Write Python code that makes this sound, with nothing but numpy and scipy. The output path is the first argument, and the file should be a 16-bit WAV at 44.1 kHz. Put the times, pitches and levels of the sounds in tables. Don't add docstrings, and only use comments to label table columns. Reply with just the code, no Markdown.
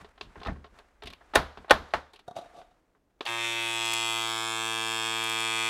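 import sys
import numpy as np
from scipy import signal
from scipy.fft import rfft, irfft
from scipy.io import wavfile
from scipy.ndimage import uniform_filter1d

SR = 44100
rng = np.random.default_rng(int(sys.argv[2]) if len(sys.argv) > 2 else 0)


def log_audio(samples):
    frames = np.atleast_2d(samples).T
    limited = np.clip(frames, -1, 1)
    pcm = np.round(limited * 32767).astype(np.int16)
    wavfile.write(sys.argv[1], SR, pcm)


def invert_db(level):
    return 10 ** (np.asarray(level, dtype=float) / 20)


N = 251149
TIME = np.arange(N) / SR


def level(x, db):
    return x * invert_db(db) / np.sqrt(np.mean(x ** 2) + 1e-30)


def band(x, lo_hz, hi_hz):
    return signal.sosfilt(signal.butter(2, [lo_hz, hi_hz], "bandpass", fs=SR, output="sos"), x)


def decay(t, t60):
    return np.exp(-np.log(1000) * t / t60)


def ring(x, modes):
    out = 0
    for hz, db, t60 in modes:
        pole = np.exp(2j * np.pi * hz / SR - np.log(1000) / (t60 * SR))
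        out = out + invert_db(db) * signal.lfilter([1], [1, -pole], x).imag
    return out


def coloured(points):
    hz, db = np.transpose(points)
    log_hz = np.log(np.fft.rfftfreq(N, 1 / SR) + 1)
    gain = invert_db(np.interp(log_hz, np.log(hz), db, left=-90))
    return level(irfft(rfft(rng.standard_normal(N)) * gain, N), 0)


def clicks(times, sizes):
    out, place = np.zeros(N + 64), times * SR
    index = np.floor(place).astype(int)[:, None] + np.arange(-7, 9)
    off = index - place[:, None]
    pulse = np.sinc(off) * np.cos(np.pi * off / 16) ** 2
    np.add.at(out, np.clip(index, 0, N + 63), sizes[:, None] * pulse)
    return out[:N]


def add(out, s, sound, peak_db):
    i = int(s * SR)
    out[i:i + len(sound)] += (sound * invert_db(peak_db) / np.abs(sound).max())[:N - i]


def burst(rise_s, t60, noise):
    t = np.arange(len(noise)) / SR
    return noise * (1 - np.exp(-t / rise_s)) * decay(t, max(t60, .004))


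# t/s, turn rate f/Hz, level/dB of air through the inlet valve
PUMP_RUN = [(3.27, 115.0, -35), (3.3, 116.0, -37.5), (3.36, 116.0, -36.5), (3.44, 115.4, -29),
            (3.6, 114.8, -30.5), (3.83, 114.3, -34.5), (4.01, 114.3, -34.5), (4.29, 113.5, -41.5),
            (4.85, 112.9, -44.5), (5.26, 113.0, -38), (5.68, 113.2, -31.5)]
# t/s, strength [0-1]
AIR_GULPS = [(3.28, 0.9), (3.34, 0.3), (3.385, 0.63), (3.45, .3), (3.55, 0.4), (3.68, 0.5), (3.8, 0.5),
             (3.85, 0.1), (3.93, 0.8), (4.02, .4), (4.14, 0.4), (4.19, 0.6), (4.35, .4), (4.52, 0.3),
             (4.92, .3), (5.05, .4), (5.22, .4)]
# t/s, t/s
EMPTYING = (3.6, 4.7)


def pump():
    s, *columns = np.transpose(PUMP_RUN)
    hz, inlet_db = (np.interp(TIME, s, c) for c in columns)
    vacuum = np.interp(TIME, EMPTYING, (0, 1))
    full_db = inlet_db + 36
    piston_db = -39.5 - 0.95 * (1 - vacuum) * np.maximum(full_db, 0)
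    cold = np.exp(-np.maximum(TIME - s[0], 0) / .2)
    exhaust_db = -39 - 6 * cold + .15 * vacuum * full_db
    linkage_db = -43.5 - 5 * cold + 2 * np.sin(np.pi * vacuum)
    inlet_lag_ms = 3.5 + .06 * np.maximum(-39.5 - inlet_db, 0)
    exhaust_lag_ms = 1.3 - 0.383 * vacuum
    loose = 0.085 + sum(strength * np.exp(-((TIME - gulp_s) / 0.017) ** 2) for gulp_s, strength in AIR_GULPS)

    running = TIME >= s[0]
    turns = np.cumsum(hz * running) / SR
    when = np.interp(np.arange(int(turns[-1]) + 1), turns[running], TIME[running])
    at = (when * SR).astype(int)
    chance = rng.standard_normal((len(when), 5)).T
    knocks = piston(when, piston_db[at], chance[0:2])
    knocks = knocks + exhaust_valve(when + exhaust_lag_ms[at] / 1000, exhaust_db[at], chance[2:4])
    knocks = knocks + inlet_valve(when + inlet_lag_ms[at] / 1000, inlet_db[at], loose[at] * chance[4])
    knocks = band(band(band(knocks, 720, 5500), 720, 21000), 720, 22000)
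    knocks = knocks + invert_db(6) * band(band(linkage(when, linkage_db[at]), 4100, 13600), 4000, 21000)
    spin_up = np.clip((TIME - s[0]) / .03, 0, 1)
    return knocks + spin_up * (shaking(turns, vacuum) + air(turns, vacuum, loose))


# f/Hz, level/dB, t60/s
PISTON_MODES = [(793, -3.5, 0.034), (886, -5, 0.027), (996, 0.5, 0.022), (1136, -2.5, 0.013),
                (1300, -2, 0.018), (1612, -3, 0.029), (2224, -18, 0.024), (2300, -9, 0.014),
                (2608, -4, 0.037)]


def piston(when, db, chance):
    knocks = clicks(when + 4e-6 * chance[0], invert_db(db + 0.15 * chance[1]))
    return invert_db(9) * ring(knocks, PISTON_MODES)


# f/Hz, level/dB, t60/s
EXHAUST_MODES = [(2734, -2, 0.0075), (3158, -7, 0.019), (3293, -1, 0.035), (3417, -3, 0.032),
                 (3590, -5, 0.027), (4260, -12, .025)]


def exhaust_valve(when, db, chance):
    slaps = clicks(when + 6e-6 * chance[0], invert_db(db + 0.2 * chance[1]))
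    return invert_db(9.5) * ring(slaps, EXHAUST_MODES)


# f/Hz, level/dB, t60/s
INLET_MODES = [(1480, -7.5, 0.01), (2105, -3.5, 0.024), (2382, -10, 0.06), (2480, 0.5, 0.021),
               (2650, -6.5, 0.018), (3410, -8, 0.023), (5630, -1.5, 0.0041)]


def inlet_valve(when, db, stumble):
    return invert_db(3) * ring(clicks(when, invert_db(db + 5.2 * stumble)), INLET_MODES)


# f/Hz, level/dB, t60/s
LINKAGE_MODES = [(4590, -10.5, 0.012), (5330, -3.5, 0.014), (6090, -7.5, 0.011), (6580, -11.5, 0.015),
                 (7260, 1.5, 0.0043), (7750, 1.5, 0.0063), (8730, -5.5, 0.013), (10180, -17.5, 0.019),
                 (11800, -18, .01), (13550, -28, 0.0077)]


def linkage(when, db, count=12, span_ms=5.9):
    def slew(v):
        return uniform_filter1d(v, size=50, axis=0)

    start_ms = np.append(0, rng.uniform(0, span_ms, count - 1))
    drift = slew(slew(rng.standard_normal((len(when), count)))) * np.sqrt(75)
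    chance = rng.standard_normal((2, len(when), count))
    lag_ms = start_ms + .05 * drift * (start_ms > 0) + .005 * chance[0]
    wobble_db = 1.5 * drift[::-1] + .8 * chance[1]
    size = invert_db(db[:, None] - 3.7 * start_ms + wobble_db) * (-1) ** np.arange(count)
    times = when[:, None] + lag_ms / 1000
    return ring(clicks(times.ravel(), size.ravel()), LINKAGE_MODES)


# multiple of the turn rate, level/dB
SHAKE_FULL = [(1, -7), (2, -19), (3, 0.5), (4, -10), (5, -9), (6, -12.5), (7, -22)]
# multiple of the turn rate, level/dB
SHAKE_EMPTY = [(1, -6.5), (2, -9.5), (3, -1.5), (4, -1), (5, -73), (6, -15), (7, -48)]


def shaking(turns, vacuum):
    out = np.zeros(N)
    for (k, full_db), (_, empty_db) in zip(SHAKE_FULL, SHAKE_EMPTY):
        size = invert_db(full_db + (empty_db - full_db) * vacuum)
        out += size * np.cos(2 * np.pi * k * turns + k * k)
    return invert_db(-44) * out


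# f/Hz, level/dB
AIR_HISS = [(150, -11), (500, -8), (1200, -3), (2500, 2), (3400, -13), (4500, -12), (7500, -15), (9000, -3),
            (12000, -8), (15500, -21)]


def air(turns, vacuum, loose):
    puffs = (.3 + np.exp(-(turns % 1) / .4)) * coloured(AIR_HISS) * invert_db(-50 - 3 * vacuum)
    hiss = band(band(rng.standard_normal(N), 2100, 2900), 2100, 2900)
    return puffs + invert_db(-41) * loose * level(hiss, 0)


# t/s, body peak level/dB, crack level/dB above body, ring t60/s
LID_KNOCKS = [(0.009, -42, -23, 0.027), (0.045, -39, -7, 0.062), (0.177, -45.5, -6, 0.067),
              (0.21, -29, 1.5, 0.031), (0.356, -38, -25, 0.08), (0.379, -45.5, -12, 0.056),
              (0.401, -49, 3, 0.04), (0.414, -37, -9, 0.08), (0.432, -36, 0.5, 0.03),
              (0.559, -46, -32, 0.096), (0.642, -39.5, -9.5, 0.083), (0.664, -54, 0, 0.055),
              (0.798, -44.5, -16, 0.039), (1.021, -37, -1, 0.12), (1.208, -46, -20, 0.13),
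              (1.572, -32.5, -11.5, 0.068), (1.599, -54.5, -15, 0.08), (1.645, -39, -22, 0.037),
              (1.945, -25, -20, 0.11), (2.614, -42.5, -9, 0.039), (2.949, -57.5, -22, 0.088),
              (3.207, -24, -3, 0.041)]
# t/s, body peak level/dB, crack level/dB above body, ring t60/s
NAIL_SCRAPES = [(0.787, -44, -3.5, 0.052), (1.034, -39, -4, 0.058), (1.056, -48, 8, .12),
                (1.071, -38.5, 5, 0.076), (1.101, -45, 3.5, 0.08), (1.126, -45.5, -3, .08),
                (1.134, -47, 10.5, 0.016), (2.133, -45.5, 0, 0.13), (2.159, -59, 14.5, 0.077),
                (2.191, -50, 1.5, 0.08), (3.228, -52, 3, 0.056), (1.365, -40, 10, 0.3)]
# t/s, body peak level/dB, crack level/dB above body, ring t60/s,
# fizz level/dB above body
LATCH_SNAPS = [(0.449, -34, -4, 0.076, -31), (.46, -26, -13, 0.042, -39), (.47, -27.5, -6, 0.042, -22),
               (.483, -25.5, -30, 0.11, -46), (1.336, -25.5, -11.5, 0.14, -29.5),
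               (1.349, -21, -5.5, 0.14, -11), (1.3545, -9.5, -2, 0.052, -5.5),
               (1.358, -2.5, -11, 0.018, -31), (1.68, -38, -17.5, 0.15, -31.5), (1.696, -21, -4, 0.24, -27),
               (1.7077, -1, -8.5, 0.055, -17), (1.905, -51, 1.5, .1, -26), (1.917, -53.5, -12, 0.029, -14),
               (1.9361, -11.5, -12, 0.05, -29), (3.2523, -36, 4, 0.13, -4.5), (3.2622, -30, 8, 0.026, -28)]
# f/Hz, level/dB, t60/s
CASING_MODES = [(424.4, -0.5, 0.049), (530, -14, 0.017), (721, 2.5, 0.02), (882, 6, 0.01),
                (1078, -3, 0.0398), (1305, -11, 0.022), (1560, -14.5, 0.046), (1740, -8.5, 0.01)]
# f/Hz, level/dB, t60/s
LATCH_MODES = [(397, -19.5, .06), (550, -17, .04), (682, -3.5, .04), (806, -4, 0.017), (867, 5, 0.02),
               (1091, -5, .03), (1250, -4, 0.028), (1500, -12.5, 0.021), (1780, -7.5, 0.044)]


def handling():
    out = np.zeros(N)
    for s, db, crack_db, t60 in LID_KNOCKS:
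        knock(out, CASING_MODES, s, db, crack_db, t60, fizz_db=-28 + .4 * crack_db)
    for s, db, crack_db, t60 in NAIL_SCRAPES:
        knock(out, CASING_MODES, s, db, crack_db, t60, fizz_db=-10 + .7 * crack_db)
    for row in LATCH_SNAPS:
        knock(out, LATCH_MODES, *row)
    return out


def knock(out, modes, s, db, crack_db, t60, fizz_db):
    noise = rng.standard_normal((4, SR // 2))
    blow = burst(0.00029, 0.78 * t60, noise[0])
    body = band(ring(blow, modes) + invert_db(27.5) * band(blow, 720, 1600), 380, 2300)
    crack = band(band(burst(.001, .8 * t60, noise[1]), 2200, 4300), 1000, 5000)
    fizz = band(burst(.001, .5 * t60, noise[2]), 4300, 11000)
    add(out, s, echoed(body, noise[3], 400, 1700, near_db=-12.5, t60=0.57), db)
    add(out, s, echoed(crack, noise[3], 1900, 3800, near_db=-16.5, t60=0.59), db + crack_db)
    add(out, s, echoed(fizz, noise[3], 4300, 11000, near_db=-20.5, t60=0.33), db + fizz_db)


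def echoed(sound, noise, lo_hz, hi_hz, near_db, t60):
    near, walls = burst(0.0041, 0.14, noise), burst(.02, t60, noise)
    wash = band(near + invert_db(-18.5) * walls, lo_hz, hi_hz)
    return sound / np.abs(sound).max() + invert_db(near_db) * wash / np.abs(wash).max()


# t/s, peak level/dB, slip length/s
FINGER_SLIPS = [(2.2785, -30.5, 0.009), (2.309, -35, 0.0083), (2.353, -42, 0.026), (2.361, -23.5, 0.045),
                (2.385, -29, 0.012), (2.41, -39, 0.023), (2.436, -58, .03), (2.456, -43, 0.014),
                (2.498, -52, 0.051), (2.537, -43.5, 0.1), (2.56, -42, 0.1), (2.585, -43, 0.032),
                (2.707, -55.5, .03)]
# f/Hz, level/dB, t60/s
BUTTON_MODES = [(713, 11.5, 0.04), (1153, -8, 0.054), (1956, -32, .015), (3750, -9.5, 0.03),
                (6030, -24, .006), (8710, -32, .004)]


def button():
    out = np.zeros(N)
    for s, db, length in FINGER_SLIPS:
        rub = burst(0.003, 3.0 * length, rng.standard_normal(SR // 4))
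        scuff = invert_db(23) * band(rub, 1500, 4000) - invert_db(4.5) * band(rub, 5000, 12000)
        dryness = min(length / .03, 1)
        add(out, s, band(ring(rub, BUTTON_MODES), 110, 15000) + dryness * scuff, db)
    return out


# t/s, peak level/dB
BAG_CREASES = [
    (3.857, -31),
    (3.92, -34),
    (3.9363, -22),
    (3.9481, -39),
    (5.241, -30),
    (5.2712, -36),
    (5.2968, -27),
    (5.4028, -29),
]


def bag():
    out = np.zeros(N)
    for s, db in BAG_CREASES:
        tick = band(burst(0.00013, 0.01, rng.standard_normal(SR // 20)), 5000, 12000)
        add(out, s, band(tick, 4500, 16000), db + 3.5)
    return out


# t/s, peak level/dB
COUNTER_THUMPS = [(0.0, -50), (0.215, -50), (0.25, -48), (0.365, -45), (.46, -34), (.478, -28), (.575, -46),
                  (.72, -57), (1.04, -41), (1.101, -55), (1.36, -27), (1.44, -44), (1.572, -46),
                  (1.71, -30), (1.79, -44), (1.94, -40)]
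# f/Hz, level/dB, t60/s
COUNTER_MODES = [(72.5, 1, 0.37), (50, 0, 0.18), (38.24, -2.5, 0.16)]


def counter():
    out, push = np.zeros(N), burst(0.0087, .1, np.ones(SR // 2))
    swing = band(band(ring(np.diff(push, prepend=0), COUNTER_MODES), 33, 200), 30, 400)
    for s, db in COUNTER_THUMPS:
        thump = band(burst(.005, 0.24, rng.standard_normal(SR // 2)), 100, 270)
        add(out, s, thump, db - .5)
        add(out, s, swing, db - 1.5)
    return out


# t/s, rustle level/dB
BUSY_HANDS = [(0.0, -55), (0.13, -69), (0.38, -60), (0.7, -68), (0.78, -58), (0.84, -66), (1.0, -72),
              (1.39, -58), (1.53, -73), (1.62, -61), (1.74, -75), (1.87, -59), (2.07, -76), (2.31, -72),
              (2.46, -58.5), (2.7, -70.5), (3.0, -82.5), (3.3, -78)]


def shuffle():
    rustle_db = np.interp(TIME, *np.transpose(BUSY_HANDS), right=-120)
    busy_db = rustle_db + 65
    bright_db = -79 + .9 * busy_db
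    sway_db = -66 + .4 * busy_db - 2 * TIME + 1.5
    grains = np.repeat(rng.exponential(1, N // 300 + 1), 300)[:N]
    grain = invert_db(2 * uniform_filter1d(grains, size=300))
    dull = level(band(grain * rng.standard_normal(N), 280, 1700), 0)
    bright = level(band(grain * rng.standard_normal(N), 2000, 8500), 0)
    sway = level(band(rng.standard_normal(N), 24, 55), 0)
    return invert_db(rustle_db) * dull + invert_db(bright_db) * bright + invert_db(sway_db) * sway


def kitchen(x, near_t60=0.22, near_db=-14, t60=0.36, wet_db=-24, damp_hz=5000):
    t = np.arange(SR) / SR
    near = band(rng.standard_normal(SR), 290, 12000) * decay(t, near_t60) * (t > .003)
    far = band(rng.standard_normal(SR), 240, damp_hz) * decay(t, t60) * (t > .01)
    tail = invert_db(near_db) * near / np.sqrt(np.sum(near ** 2)) + invert_db(wet_db) * far / np.sqrt(np.sum(far ** 2))
    return x + signal.fftconvolve(x, tail)[:N]


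# f/Hz, level/dB per Hz
HOUSE_HUSH = [(35, -27), (60, -5), (81, -6.5), (94, -8.5), (238, -8.5), (294, -4.5), (354, -10.5),
              (715, -13.5), (1310, -30), (16000, -41.5)]


def house():
    return invert_db(-73) * coloured(HOUSE_HUSH)


def scene():
    hands = counter() + handling()
    machine = kitchen(button() + bag() + pump())
    return (hands + machine + shuffle() + house())[None]


def roll_off(x):
    return signal.sosfilt(signal.butter(12, 16420, fs=SR, output="sos"), x)


def record(dry):
    rounded = np.tanh(.5 * dry) / .5
    mix = signal.sosfilt(signal.ellip(8, .2, 60, 16000, fs=SR, output="sos"), rounded)
    return roll_off(mix)


dry = scene()
out = record(dry)
log_audio(out)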